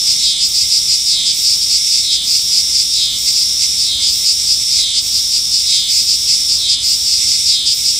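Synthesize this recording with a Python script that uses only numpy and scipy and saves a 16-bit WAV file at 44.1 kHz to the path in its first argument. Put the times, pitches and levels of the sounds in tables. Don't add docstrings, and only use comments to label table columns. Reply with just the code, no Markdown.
import sys
import numpy as np
from scipy import signal
from scipy.fft import rfft, irfft
from scipy.io import wavfile
from scipy.ndimage import uniform_filter1d, minimum_filter1d

SR = 44100
rng = np.random.default_rng(int(sys.argv[2]) if len(sys.argv) > 2 else 0)


def master_out(mix):
    frames = np.transpose(np.atleast_2d(mix))
    ceiling = np.clip(frames, -1, 1)
    pcm = np.round(ceiling * 32767).astype(np.int16)
    wavfile.write(sys.argv[1], SR, pcm)


N = 352359
T = np.arange(N) / SR

# pitch_hz, level_db
RUMBLE_SPECTRUM = [(12, -48), (25, -20), (49, -2.5), (70, 0), (120, -4.5), (196, -9.5), (290, -12),
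                   (447, -19), (754, -21.5), (1300, -21), (1750, -25), (2280, -53), (3850, -100)]
# pitch_hz, level_db
HUM_TONES = [(67, -51), (404, -63)]
# pitch_hz, level_db
CHORUS_SPECTRUM = [(1200, -43.5), (1800, -27), (2150, -2), (3000, -8.5), (5400, 8.5), (6300, 3.5),
                   (7300, 0.5), (7900, 9), (8400, -2), (10200, -10), (15000, -45)]
# pitch_hz, level_db
TRILL_SPECTRUM = [(2000, -76), (6500, -23), (7700, -3.5), (8600, 1), (9000, -2), (9400, 0.5), (10200, -18),
                  (15000, -40)]
# start_s, length_s, level_db
THROB_SWELLS = [(0.07, 0.064, -16), (0.229, 0.093, -16), (0.401, 0.072, -14.5), (0.549, 0.094, -15.5),
                (0.702, 0.087, -16), (0.885, 0.071, -15), (1.065, 0.088, -16.5), (1.261, 0.054, -15.5),
                (1.438, 0.11, -15.5), (1.615, 0.036, -17.5), (1.705, 0.07, -14), (1.905, 0.1, -17),
                (2.114, 0.052, -16), (2.279, 0.12, -15.5), (2.518, 0.085, -15.5), (2.738, 0.081, -15.5),
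                (2.927, 0.14, -18), (3.265, 0.048, -17), (3.341, 0.098, -16.5), (3.6, 0.05, -18),
                (3.794, 0.06, -18), (4.026, 0.11, -16), (4.257, 0.069, -14.5), (4.466, 0.083, -16),
                (4.716, 0.1, -16.5), (4.948, 0.055, -15), (5.123, 0.074, -17.5), (5.315, 0.079, -17.5),
                (5.524, 0.089, -16), (5.675, 0.14, -17), (5.899, 0.13, -16), (6.072, 0.081, -16),
                (6.281, 0.073, -14), (6.484, 0.08, -16), (6.69, 0.059, -14), (6.84, 0.11, -15),
                (7.063, 0.12, -16.5), (7.27, 0.1, -17), (7.459, 0.097, -14.5), (7.661, 0.076, -14),
                (7.848, 0.067, -16.5)]
# pitch_hz, level_db
THROB_SPECTRUM = [(1200, -66.5), (1800, -49.5), (2100, -33), (2600, -23), (3200, -24), (3650, -44),
                  (4250, -8), (4700, -1.5), (4970, 2), (5400, -4), (6000, -15.5), (7700, -12.5),
                  (9000, -21), (11000, -41)]
# share_of_beat, level_db
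BEAT_CLICKS = [(.02, -1), (.23, -5), (.525, -0.5), (0.742, -12.5)]
# pitch_hz, level_db
CLICK_SPECTRUM = [(1200, -63), (1800, -27.5), (2100, -25), (2900, -12), (3300, -3), (5800, -1.5),
                  (6200, -2), (8500, -7.5), (9600, -10), (10600, -17.5), (11500, -16.5), (12600, -19.5),
                  (15300, -16)]
# pitch_hz, width_hz, level_db
BODY_RINGS = [(5404, 633, 16.5), (3702, 515, 5)]
# pitch_hz, level_db
DRONE_SPECTRUM = [(1200, -76), (1850, -28.5), (2300, -21.5), (2800, -17), (3020, 0.5), (3200, -0.5),
                  (3600, 6.5), (3870, 0.5), (4200, -3), (4600, -32), (5500, -28), (7300, -72), (9000, -47)]
# full_speed_at_s, held_s, drone_level_db, snap_softening_db
DRONE_SURGES = [(.254, .16, -19.5, -12), (1.157, .152, -19.5, -9), (2.088, .142, -19.5, -7),
                (2.998, .15, -19.5, -5), (3.906, .163, -19.5, -8), (4.824, .156, -19.5, -13),
                (5.719, .168, -19, -6), (6.643, .16, -19.5, -15), (7.541, .155, -19.5, -10)]

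REST_HZ, FULL_HZ = 115.2, 168.9


def gain_of(db):
    return 10 ** (np.asarray(db) / 20)


def unit_level(x):
    return x / np.sqrt(np.mean(x ** 2) + 1e-20)


def gain_at(spectrum, hz):
    pitch_hz, level_db = np.transpose(spectrum)
    return gain_of(np.interp(np.log(hz + 1), np.log(pitch_hz + 1), level_db))


def wander(hz):
    rolloff = 1 + (np.fft.rfftfreq(N, 1 / SR) / hz) ** 4
    return unit_level(irfft(rfft(rng.standard_normal(N)) / rolloff, N))


def lagged(x, seconds):
    keep = np.exp(-1 / (seconds * SR))
    return signal.lfilter([1 - keep], [1, -keep], x)


def colour(x, spectrum):
    log_gain = np.log(gain_at(spectrum, abs(np.fft.fftfreq(4096, 1 / SR))))
    ring = np.fft.ifft(np.exp(np.conj(signal.hilbert(log_gain)))).real
    return unit_level(signal.oaconvolve(x, ring[:len(ring) // 2])[:N])


def resonate(x, hz, width_hz, passes):
    spin = np.exp(2j * np.pi * np.cumsum(np.broadcast_to(hz, N)) / SR)
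    shifted = x / spin
    for _ in range(passes):
        shifted = lagged(shifted, 1 / (np.pi * width_hz))
    return 2 * (spin * shifted).real


def clicks(beat_count, jitter_s, uneven_db=-0.5):
    at = np.flatnonzero(np.diff(np.floor(beat_count)) > 0)
    late, size = rng.standard_normal((len(at), 2)).T
    at = np.clip(np.round(at + late * jitter_s * SR).astype(int), 0, N - 1)
    return np.bincount(at, gain_of(uneven_db * size), N)


def rib_crackle(snaps, decay_s, amount):
    return snaps + amount * np.sqrt(lagged(snaps ** 2, decay_s)) * rng.choice([-1., 1.], N)


def outdoors(x, left_db, echo_db, echo_s):
    t = T[:SR // 4]
    bounces = rng.standard_normal((2, len(t))) * (rng.random((2, len(t))) < 2000 / SR)
    bounces *= gain_of(-60 * t / echo_s) * (t > .001)
    bounces /= np.linalg.norm(bounces, axis=1)[:, None]
    echoes = signal.oaconvolve(x[None], bounces, axes=1)[:, :N]
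    return x * gain_of([[left_db / 2], [-left_db / 2]]) + gain_of(echo_db) * echoes


def rumble(level_db=-41.5, swell_db=0.97):
    shape = gain_at(RUMBLE_SPECTRUM, np.fft.rfftfreq(N, 1 / SR))
    noise = unit_level(irfft(rfft(rng.standard_normal(N)) * shape, N))
    return noise * gain_of(level_db + swell_db * wander(4.7))


def machine_hum(drift_cycles=0.14):
    return sum(gain_of(db) * unit_level(np.sin(2 * np.pi * (hz * T + drift_cycles * wander(0.86))))
               for hz, db in HUM_TONES)


def far_chorus(level_db=-28, swell_db=3.5):
    hiss = colour(rng.standard_normal(N), CHORUS_SPECTRUM)
    return hiss * gain_of(level_db + swell_db * wander(10.2))


def grass_trill(level_db=-32, stroke_hz=66):
    stroke_count = stroke_hz * T + 0.31 * wander(3.4)
    strokes = (.5 + .5 * np.cos(2 * np.pi * stroke_count)) ** 1.5
    return gain_of(level_db) * colour(strokes * rng.standard_normal(N), TRILL_SPECTRUM)


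def throbbing_cicada(boost_db=2.6, click_hz=520, widen=1.173):
    power = np.full(N, gain_of(-30) ** 2)
    for start_s, length_s, db in THROB_SWELLS:
        from_middle = abs(2 * (T - start_s) / length_s - 1) / widen
        near = from_middle < 2
        power[near] += gain_of(db) ** 2 * np.exp(-2 * from_middle[near] ** 4)
    snaps = clicks(click_hz * T + 1.6 * wander(15), jitter_s=.0003)
    rattle = colour(rib_crackle(snaps, decay_s=0.00082, amount=0.51), THROB_SPECTRUM)
    return gain_of(boost_db) * np.sqrt(power) * rattle


def muscle_speed(creep_share=.38, creep_s=.2, leap_lead_s=.037, leap_s=.019,
                 sag_hz_per_s=17, drop_s=.021, warming_per_s=.0018):
    beat_hz = np.full(N, REST_HZ)
    for full_at_s, held_s, _, _ in DRONE_SURGES:
        age = T - full_at_s
        creep = np.exp(np.minimum(age, 0) / creep_s)
        leap = .5 + .5 * np.tanh((age + leap_lead_s) / (2 * leap_s))
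        rise_hz = (FULL_HZ - REST_HZ) * (creep_share * creep + (1 - creep_share) * leap)
        sag_hz = sag_hz_per_s * np.clip(age, 0, held_s)
        beat_hz += (rise_hz - sag_hz) * np.exp(-np.maximum(age - held_s, 0) / drop_s)
    warming = 1 + warming_per_s * T
    return beat_hz * warming * (1 + .0012 * wander(40))


def snap_strength(base_db=-23.5, waver_db=.5, lead_s=0.022, soften_s=.13, recover_s=.045):
    level_db = base_db + waver_db * wander(4.4)
    for full_at_s, held_s, _, softening_db in DRONE_SURGES:
        age = T - full_at_s
        onset = np.clip((age + lead_s) / soften_s, 0, 1)
        release = np.exp(-(np.maximum(age - held_s, 0) / recover_s) ** 2)
        level_db += softening_db * onset * release
    return gain_of(level_db)


def tymbal_buzz(beat_hz, beat_count, slow_hz=146, fast_hz=167, relax_s=0.13,
                sink_hz=1000, lift_db=-11, tension_db=-6):
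    snaps = sum(gain_of(db) * clicks(beat_count - share, jitter_s=.000025) for share, db in BEAT_CLICKS)
    haste = np.clip((beat_hz - slow_hz) / (fast_hz - slow_hz), 0, 1)
    crackle = 1.08 * (1 - 0.38 * haste)
    crack = colour(rib_crackle(snaps, decay_s=0.0014, amount=crackle), CLICK_SPECTRUM)
    push = colour(rib_crackle(snaps, decay_s=0.00062, amount=0.086), CLICK_SPECTRUM)
    lift = np.minimum(lagged(haste, seconds=0.09), haste)
    effort = np.clip((beat_hz - REST_HZ) / (FULL_HZ - REST_HZ), 0, 1)
    tension = np.maximum(effort, lagged(effort, relax_s))
    slack_ring = gain_of(1) * (1 - tension) ** 2 * resonate(crack, hz=11400, width_hz=1000, passes=1)
    tightness = lagged(lagged(haste, relax_s) * (1 - 0.46 * haste), seconds=.018)
    sizzle = gain_of(13) * tightness * resonate(crack, hz=13500, width_hz=1500, passes=1)
    sound = crack + slack_ring + sizzle
    for (hz, width_hz, db), is_abdomen in zip(BODY_RINGS, (True, False)):
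        ring = resonate(push, hz - is_abdomen * sink_hz * lift, width_hz, passes=2)
        sound += gain_of(db + lift_db * lift ** 2 + is_abdomen * tension_db * tension) * ring
    return sound * snap_strength()


def abdomen_drone(full_at_s, held_s, level_db, beat_hz, beat_count, boost_db=3,
                  lead_s=0.072, peak_s=0.019, tail_s=0.05, settle_s=0.067,
                  swell_db_per_s=92, tire_db_per_s=26, release_db_per_s=125):
    span = (T > full_at_s - lead_s) & (T < full_at_s + held_s + tail_s)
    age = T[span] - full_at_s
    glide = 0.021 * np.linspace(.5, -.5, len(age))
    tuning = 1 + glide + 0.21 * np.exp(-(age + lead_s) / settle_s)
    harmonics = np.arange(1, 56)[:, None]
    phase = 2 * np.pi * harmonics * beat_count[span]
    pushes = np.cos(phase) - np.cos(phase - 2 * np.pi * harmonics * .493)
    body_gain = gain_at(DRONE_SPECTRUM, harmonics * beat_hz[span] / tuning)
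    tone = unit_level((body_gain * pushes).sum(0))
    strength = (beat_hz[span] / beat_hz[span].max()) ** 0.83
    below_db = np.maximum(swell_db_per_s * (peak_s - age), tire_db_per_s * (age - peak_s))
    below_db += release_db_per_s * np.maximum(age - held_s, 0)
    soft_ends = signal.windows.tukey(len(tone), 0.16)
    sound = np.zeros(N)
    sound[span] = tone * strength * gain_of(level_db + boost_db - below_db) * soft_ends
    return sound


def scene():
    beat_hz = muscle_speed()
    beat_count = np.cumsum(beat_hz) / SR
    drones = sum(abdomen_drone(full_at_s, held_s, db, beat_hz, beat_count)
                 for full_at_s, held_s, db, _ in DRONE_SURGES)
    buzz = outdoors(tymbal_buzz(beat_hz, beat_count), left_db=0.1, echo_db=-51, echo_s=0.053)
    throb = outdoors(throbbing_cicada(), left_db=0, echo_db=-9, echo_s=0.11)
    trill = outdoors(grass_trill(), left_db=-2.5, echo_db=-13, echo_s=0.024)
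    chorus = outdoors(far_chorus(), left_db=-12, echo_db=-2, echo_s=0.96)
    return rumble() + machine_hum() + chorus + trill + throb + buzz + drones


def record(dry, ceiling_db=-0.3, window_samples=160, cutoff_hz=15600):
    safe_gain = np.minimum(1, gain_of(ceiling_db) / (abs(dry).max(0) + 1e-9))
    smooth_gain = uniform_filter1d(minimum_filter1d(safe_gain, window_samples), window_samples)
    low_pass = signal.firwin(701, cutoff_hz, window=("kaiser", 8), fs=SR)
    return signal.oaconvolve(dry * smooth_gain, low_pass[None], "same")


dry = scene()
out = record(dry)
master_out(out)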